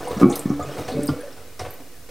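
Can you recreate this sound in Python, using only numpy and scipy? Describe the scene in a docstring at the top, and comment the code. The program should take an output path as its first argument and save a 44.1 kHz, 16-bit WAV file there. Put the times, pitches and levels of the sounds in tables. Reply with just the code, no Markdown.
"""Slugs of water thud into a glass bowl in a steel sink as a mesh strainer of wet oysters is shaken.
Each blow sets bowl and sink ringing, and the oysters smack as they shift. Between shakes, loose drops
patter and plop and tiny bubbles tick, then all thin out; one last splash falls late.
Behind it is a quiet kitchen: short reflections, room tone and a faint rumble."""
import sys
import numpy as np
from scipy import signal
from scipy.fft import rfft, irfft
from scipy.io import wavfile

SR = 44100
rng = np.random.default_rng(int(sys.argv[2]) if len(sys.argv) > 2 else 0)


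def store_wav(level_fs):
    """Save 16-bit WAV to argv[1]."""
    pcm = np.round(np.clip(np.atleast_2d(level_fs), -1, 1) * 32767)
    wavfile.write(sys.argv[1], SR, pcm.T.astype(np.int16))


N = 92610
T, HZ = np.arange(N) / SR, np.fft.rfftfreq(N, 1 / SR)


def amp(db):
    """Decibels to gain."""
    return 10 ** (np.asarray(db) / 20)


def unit(x):
    """Scales to rms 1."""
    return x / np.sqrt(np.mean(x ** 2) + 1e-20)


def read(points, hz):
    """Reads a curve on a log-frequency axis."""
    f, value = np.transpose(points)
    return np.interp(np.log(hz + 1), np.log(f + 1), value)


def fader(table, column=1):
    """Gain over time from one dB column of a table."""
    columns = np.transpose(table)
    return amp(np.interp(T, columns[0], columns[column]))


def add(mix, start, sound):
    """Mixes a sound in at a start time in seconds."""
    part = mix[max(round(start * SR), 0):][:len(sound)]
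    part += sound[:len(part)]


def colour(x, eq):
    """Minimum-phase EQ of unit power, so nothing rings ahead of a hit."""
    log_gain = np.log(unit(amp(read(eq, abs(np.fft.fftfreq(N, 1 / SR))))))
    taps = np.fft.ifft(np.exp(np.conj(signal.hilbert(log_gain)))).real[:4096]
    return signal.fftconvolve(x, taps)[:N]


def noise_bed(eq):
    """Steady noise of rms 1, shaped by an EQ curve."""
    return unit(irfft(rfft(rng.standard_normal(N)) * amp(read(eq, HZ)), N))


def drops(per_s, spread_db):
    """Random impacts, mostly small, a few large."""
    size = amp(spread_db * np.minimum(rng.exponential(1, N), 4))
    return unit(size * rng.choice([-1, 1], N) * (rng.random(N) < per_s / SR))


def ring(modes):
    """Decaying modes after one blow."""
    return sum(amp(db - 60 * T / t60) * np.sin(2 * np.pi * hz * T) for hz, db, t60 in modes)


# Room tone EQ. Each row: frequency in Hz, gain in dB.
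ROOM_TONE_EQ = [(15, -1), (25, -13), (64, -11.5), (110, -13), (180, -11.5), (290, -10.5), (400, -17),
                (800, -16.5), (2000, -32.5), (4500, -22), (10000, -22.5), (16000, -26.5)]

def room_tone(tone_db=-53.5, hiss_db=-54):
    """The quiet kitchen, with separate steady hiss in each channel."""
    tone = amp(tone_db) * noise_bed(ROOM_TONE_EQ)
    return tone + amp(hiss_db) * np.sqrt(2) * rng.standard_normal((2, N))


# Rumble fader. Each row: time in seconds, level in dB.
RUMBLE_LEVELS = [(0, -45), (0.06, -57), (0.15, -47), (0.9, -75), (1.5, -51), (1.9, -66), (2.0, -50),
                 (2.1, -56)]
# Rumble EQ. Each row: frequency in Hz, gain in dB.
RUMBLE_EQ = [(20, -21), (45, -9), (65, -11), (110, -11), (200, -32), (600, -63)]

def rumble():
    """A faint low rumble that comes and goes."""
    return fader(RUMBLE_LEVELS) * noise_bed(RUMBLE_EQ)


# Reverb length. Each row: frequency in Hz, seconds to fall 60 dB.
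REVERB_TIMES = [(100, 0.17), (500, 0.31), (2000, 0.54), (6000, 0.13), (15000, 0.35)]

def kitchen_reverb(send):
    """Dense reflections from the sink walls and the room, hanging longest near 2 kHz."""
    hz, t, noise = signal.stft(rng.standard_normal(SR // 2), SR, nperseg=256)
    t60 = np.maximum(read(REVERB_TIMES, hz), .02)[:, None]
    tail = signal.istft(noise * amp(-60 * t / t60) / np.sqrt(t60), SR, nperseg=256)[1]
    tail = tail * (T[:len(tail)] > .003)  # pre-delay
    return signal.fftconvolve(send, tail / np.linalg.norm(tail))[:N]


# Modes of the sink floor. Each row: pitch in Hz, level in dB, seconds to fall 60 dB.
SINK_MODES = [(144.7, -20, 0.23), (201, -30, 0.2), (237, -30, .2), (261, -9.5, 0.13), (288.5, -23, 0.44),
              (350.7, -17, 0.18), (422, -52, 0.12), (586, -58, 0.1), (742.6, -31, 0.14), (819, -36, 0.32)]

def sink_ring():
    """The steel floor answers a blow with a low ring."""
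    return ring(SINK_MODES)


# Spray EQ. Each row: frequency in Hz, gain in dB.
SPRAY_EQ = [(300, -50), (1200, 3.5), (2000, 3), (3200, -2), (5000, -2), (6800, -7), (9000, -6),
            (12000, -25), (16000, -17)]

def spray(impacts):
    """Fine droplets land as a bright fizz."""
    return colour(impacts, SPRAY_EQ)


# Patter faders. Each row: time in seconds, body level in dB, treble level in dB.
PATTER_LEVELS = [(0, -33, -42.5), (0.19, -32, -42.5), (0.29, -24, -41.5), (0.36, -27, -39),
                 (0.43, -38.5, -42), (0.58, -42.5, -48.5), (0.68, -37, -43.5), (0.8, -30.5, -41.5),
                 (0.86, -38.5, -45.5), (0.93, -38.5, -45.5), (1.01, -42, -43.5), (1.13, -41.5, -46),
                 (1.3, -44, -50.5), (1.45, -47, -52.5), (1.58, -57.5, -53.5), (1.68, -45.5, -49.5),
                 (1.85, -51, -54.5), (2.1, -54.5, -56)]
# Tone of drops drumming on the bowl. Each row: frequency in Hz, gain in dB.
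DRUM_EQ = [(50, -38), (100, -14), (143, -8), (200, -14), (283, 0), (345, -6), (470, 1), (580, -4.5),
           (740, -8), (900, -14.5), (1230, -11.5), (1600, -26), (4000, -35.5)]
# Ring of the sink under the drops. Each row: time in seconds, level in dB.
SINK_HUM_LEVELS = [(0, -53), (0.55, -37), (0.75, -53), (0.86, -41.5), (1.0, -36), (1.12, -44), (1.3, -57.5),
                   (2.1, -64)]

def patter(body_db=-1.5, fizz_db=-3.5):
    """Loose drops drum on the bowl, throw off fine spray and keep the sink ringing."""
    body = colour(drops(per_s=600, spread_db=3) * fader(PATTER_LEVELS), DRUM_EQ)
    fizz = spray(drops(per_s=2500, spread_db=2) * fader(PATTER_LEVELS, column=2))
    on_sink = drops(per_s=600, spread_db=3) * fader(SINK_HUM_LEVELS)
    sink = sink_ring()
    hum = signal.fftconvolve(on_sink, sink / np.linalg.norm(sink))[:N]
    return amp(body_db) * body + amp(fizz_db) * fizz + hum


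def ping(t, hz, decay, attack_s=.0022, glide_per_s=.35):
    """A tone rings briefly, rising a little in pitch."""
    envelope = (1 - np.exp(-t / attack_s)) * np.exp(-t / decay)
    return envelope * np.sin(2 * np.pi * hz * t * (1 + glide_per_s * t / 2))


def ticks(per_s=130, pitches=32, decay_cycles=16, trim_db=-7):
    """Tiny bubbles burst in the mesh and the puddle, riding the patter's treble fader."""
    out, t = np.zeros(N), T[:SR // 16]
    for hz in np.geomspace(1406.5, 7864, pitches) * rng.uniform(0.96, 1.05, pitches):
        size = amp(-np.minimum(rng.exponential(1, N), 4))
        bursts = rng.random(N) < per_s / pitches / SR
        out += signal.oaconvolve(size * bursts, ping(t, hz, decay_cycles / hz))[:N]
    return amp(trim_db) * unit(out) * fader(PATTER_LEVELS, column=2)


# Plops and short rings. Each row: start in seconds, level in dB, pitch in Hz, decay in seconds.
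PLOP_AND_RING_CUES = [(0.05, -27.5, 489.6, 0.033), (0.072, -13.5, 765, 0.004), (0.074, -33.5, 963, 0.06),
                      (0.107, -19.5, 490, 0.0073), (0.281, -19, 716, 0.014), (0.300, -15, 811, 0.015),
                      (0.594, -17, 712, 0.0069), (0.595, -54, 816, .012), (0.597, -31, 1167, .02),
                      (0.609, -23, 1236, 0.017), (0.688, -26, 593, 0.016), (0.724, -33, 295, 0.013),
                      (0.66, -32, 137.4, 0.053), (0.948, -25.5, 138.8, 0.052), (0.52, -22.5, 285.2, 0.061),
                      (0.919, -23, 249.5, 0.032), (1.02, -20.5, 285.7, 0.052), (0.787, -23.5, 493, 0.015),
                      (0.881, -25.5, 746, 0.021), (0.879, -42, 86, 0.031), (0.937, -23.5, 448, 0.035),
                      (0.968, -21.5, 573.5, 0.029), (0.985, -21.5, 434, 0.022), (1.034, -28.5, 584, 0.046),
                      (1.089, -23, 1397, 0.0087), (1.089, -21.5, 1174, 0.0087), (1.095, -22.5, 152, 0.032),
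                      (1.136, -16, 479, 0.0049), (1.186, -26, 487, .011), (1.195, -43, 1620, 0.033),
                      (1.233, -22.5, 565.5, 0.01), (1.276, -31.5, 531.5, 0.025),
                      (1.593, -35.5, 83.5, 0.036), (1.6, -32, 725, 0.036), (1.651, -34, 543, 0.023),
                      (1.801, -37.5, 270.5, 0.037)]

def plops_and_rings():
    """Hollow plops, with short rings of the bowl and the sink."""
    out, t = np.zeros(N), T[:SR // 4]
    for start, db, hz, decay in PLOP_AND_RING_CUES:
        add(out, start, amp(db) * ping(t, hz, decay))
    return out


# Smack cues. Each row: start in seconds, level in dB, centre in Hz, width in Hz, decay in seconds.
SMACK_CUES = [(0.079, -36.5, 9100, 890, 0.01), (0.114, -35.5, 4190, 1500, 0.0038),
              (0.171, -42, 5720, 400, 0.0083), (0.208, -45, 7950, 5960, 0.0048),
              (0.298, -26, 8270, 3000, 0.0042), (0.299, -30.5, 6320, 1210, 0.023),
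              (0.312, -28, 8550, 1500, 0.0096), (0.325, -29, 3556, 1490, .018),
              (0.328, -37.5, 9030, 900, 0.033), (0.3557, -18, 11060, 4000, 0.0059),
              (0.355, -27.5, 5340, 2000, 0.0094), (0.369, -28.5, 10930, 2500, 0.01),
              (0.3925, -20.5, 8600, 2040, 0.0037), (0.394, -35, 12500, 4000, 0.0088),
              (0.627, -37.5, 7200, 500, 0.0073), (0.846, -46, 5600, 494, 0.025),
              (0.916, -40, 4120, 1020, .025), (1.032, -27.5, 8780, 1810, 0.0037),
              (1.0322, -47, 12100, 4000, 0.015), (1.059, -29, 14500, 1800, 0.0033),
              (1.07, -28.5, 8780, 1190, 0.0041), (1.069, -36, 12860, 3000, .005),
              (1.078, -32, 4840, 453, 0.011), (1.089, -40, 3225, 400, 0.014),
              (1.2057, -43, 9600, 960, .008), (1.325, -44, 5270, 607, 0.0058),
              (1.5954, -17.5, 5460, 700, 0.00092), (1.649, -38, 2217, 1530, 0.018),
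              (0.337, -33, 2236, 500, 0.011), (0.4963, -40.5, 5960, 900, 0.0069),
              (1.706, -34, 12840, 1800, 0.005), (1.7379, -37, 14500, 1190, .006)]

def smacks(attack_s=.001):
    """Wet films on the oysters snap, each crackling through one small, high resonance."""
    out, t = np.zeros(N), T[:SR // 8]
    for start, db, hz, width, decay in SMACK_CUES:
        real, imag = rng.standard_normal((2, len(t)))
        crackle = signal.lfilter(*signal.butter(2, min(width / 2, SR / 4), fs=SR), real + 1j * imag)
        crackle = crackle / np.sqrt(abs(crackle) + 1e-9)  # soften the peaks
        band = unit((crackle * np.exp(2j * np.pi * hz * t)).real)
        envelope = np.minimum(t / attack_s, 1) * np.exp(-t / decay)
        add(out, start, amp(db) * envelope * band)
    return out


# Splash cues. Each row: start in seconds, level in dB, decay in seconds, spray in dB against the slap.
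SPLASH_CUES = [(0.072, -31.5, 0.0052, -4), (0.105, -20, 0.01, -21), (0.196, -23, 0.026, -13),
               (0.209, -25, 0.037, -22), (0.595, -22, 0.011, -22), (0.778, -25, 0.013, -15.5),
               (0.878, -25.5, 0.019, -7.5), (1.086, -21, 0.011, -15.5), (1.367, -39, 0.02, -10),
               (1.591, -24.5, 0.022, -9), (1.648, -30.5, 0.018, -19), (1.796, -39.5, 0.018, -16),
               (2.087, -36, 0.034, -10)]
# Slap EQ. Each row: frequency in Hz, gain in dB.
SLAP_EQ = [(40, -36), (90, 10.5), (200, -13.5), (290, -10), (360, -2.5), (500, 1.5), (760, -6), (900, -10),
           (1150, -13), (1600, -22), (3000, -48), (8000, -40)]

def splashes(attack_s=.0039):
    """A clump of drops lands at once: a hollow slap with spray above it."""
    slap_gain, spray_gain = np.zeros((2, N))
    for start, db, decay, spray_db in SPLASH_CUES:
        envelope = amp(db) * np.minimum(T / attack_s, 1) * np.exp(-T / decay)
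        add(slap_gain, start, envelope)
        add(spray_gain, start, envelope * amp(spray_db))
    slap = colour(slap_gain * drops(per_s=4000, spread_db=-1.5), SLAP_EQ)
    return slap + spray(spray_gain * drops(per_s=5000, spread_db=-1.5))


# Modes of the bowl. Each row: pitch in Hz, level in dB, seconds to fall 60 dB.
BOWL_MODES = [(1107, -24, 0.11), (1162, -38.5, 0.25), (1219, -21.5, 0.092), (1319, -36, 0.44),
              (1435, -38, 0.18), (2280, -45.5, 0.23)]

def bowl_ring(attack_s=.0017):
    """The glass answers a blow of water with a soft-edged chime."""
    return ring(BOWL_MODES) * (1 - np.exp(-T / attack_s))


# Heavy blows of water. Each row: start in seconds, level in dB, pitch in Hz, send to the bowl in dB.
THUD_CUES = [(0.1646, -19.5, 218, 8), (0.1742, -20, 240, -14), (0.2118, -8.5, 276, 12),
             (0.2224, -8.5, 325, 16.5), (0.2290, 3.5, 256, 7), (0.2400, 5, 280, 2.5), (0.2542, 2, 254, -21),
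             (0.2626, -1.5, 308, -23), (0.2826, -16, 303, 3), (0.3002, -6.5, 308, 4.5),
             (0.4545, -10, 232, -2.5), (0.5000, -10.5, 234, 2.5), (0.5133, -17.5, 252, -5),
             (0.967, -22.5, 310, -35), (0.988, -17.5, 284, -25), (1.0867, -14, 265, -3),
             (1.0935, -16, 270, -5), (1.1004, -24, 170, -12)]

def thuds(peak_s=.004, pitch_sag=.14, low_cut_hz=114):
    """Each slug of water gives a short low push and sets the sink and the bowl ringing."""
    push, on_sink, on_bowl = np.zeros((3, N))
    t = T[:SR // 20]
    age = t / peak_s
    envelope = (age * np.exp(1 - age)) ** 3
    for start, db, hz, bowl_db in THUD_CUES:
        cycles = hz * (t - peak_s) * (1 - pitch_sag * (1 - np.exp(-age)))
        add(push, start, amp(db) * envelope * np.cos(2 * np.pi * cycles))
        add(on_sink, start + peak_s * 0.757, amp([db]))
        add(on_bowl, start + peak_s / 2, amp([db + bowl_db]))
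    sink = signal.fftconvolve(on_sink, sink_ring())[:N]
    bowl = signal.fftconvolve(on_bowl, bowl_ring())[:N]
    return signal.lfilter(*signal.butter(3, low_cut_hz, "high", fs=SR), push + sink + bowl)


def scene():
    """Close-up water layers, each with its reverb send in dB, over the kitchen's background."""
    layers = [(thuds(), -14), (splashes(), -3), (plops_and_rings(), -8.5),
              (patter() + ticks(), -5.5), (smacks(), -8)]
    direct = sum(layer for layer, _ in layers)
    send = sum(layer * amp(send_db) for layer, send_db in layers)
    return direct + kitchen_reverb(send) + room_tone() + rumble()


# DC offset. Each row: one channel's shift as a share of full scale.
DC_OFFSET = [
    [.0094],
    [.0119],
]

def record(dry, threshold_db=-17, duck_share=.43, release_db_per_s=71.5, high_cut_hz=15900):
    """A limiter ducks after the loudest blows; then clipping, a high cut and a small offset."""
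    power = signal.lfilter(*signal.butter(1, 30, fs=SR), (dry ** 2).mean(0))
    power_db = 10 * np.log10(power + 1e-12)
    release = T * release_db_per_s
    held_db = np.maximum.accumulate(power_db + release) - release
    over_db = np.maximum(held_db - threshold_db, 0)
    clipped = np.clip(dry * amp(-duck_share * over_db), -1, 1)
    high_cut = signal.firwin(401, high_cut_hz, window=("kaiser", 8), fs=SR)
    return signal.oaconvolve(clipped, high_cut[None], "same") + DC_OFFSET


dry = scene()
out = record(dry)
store_wav(out)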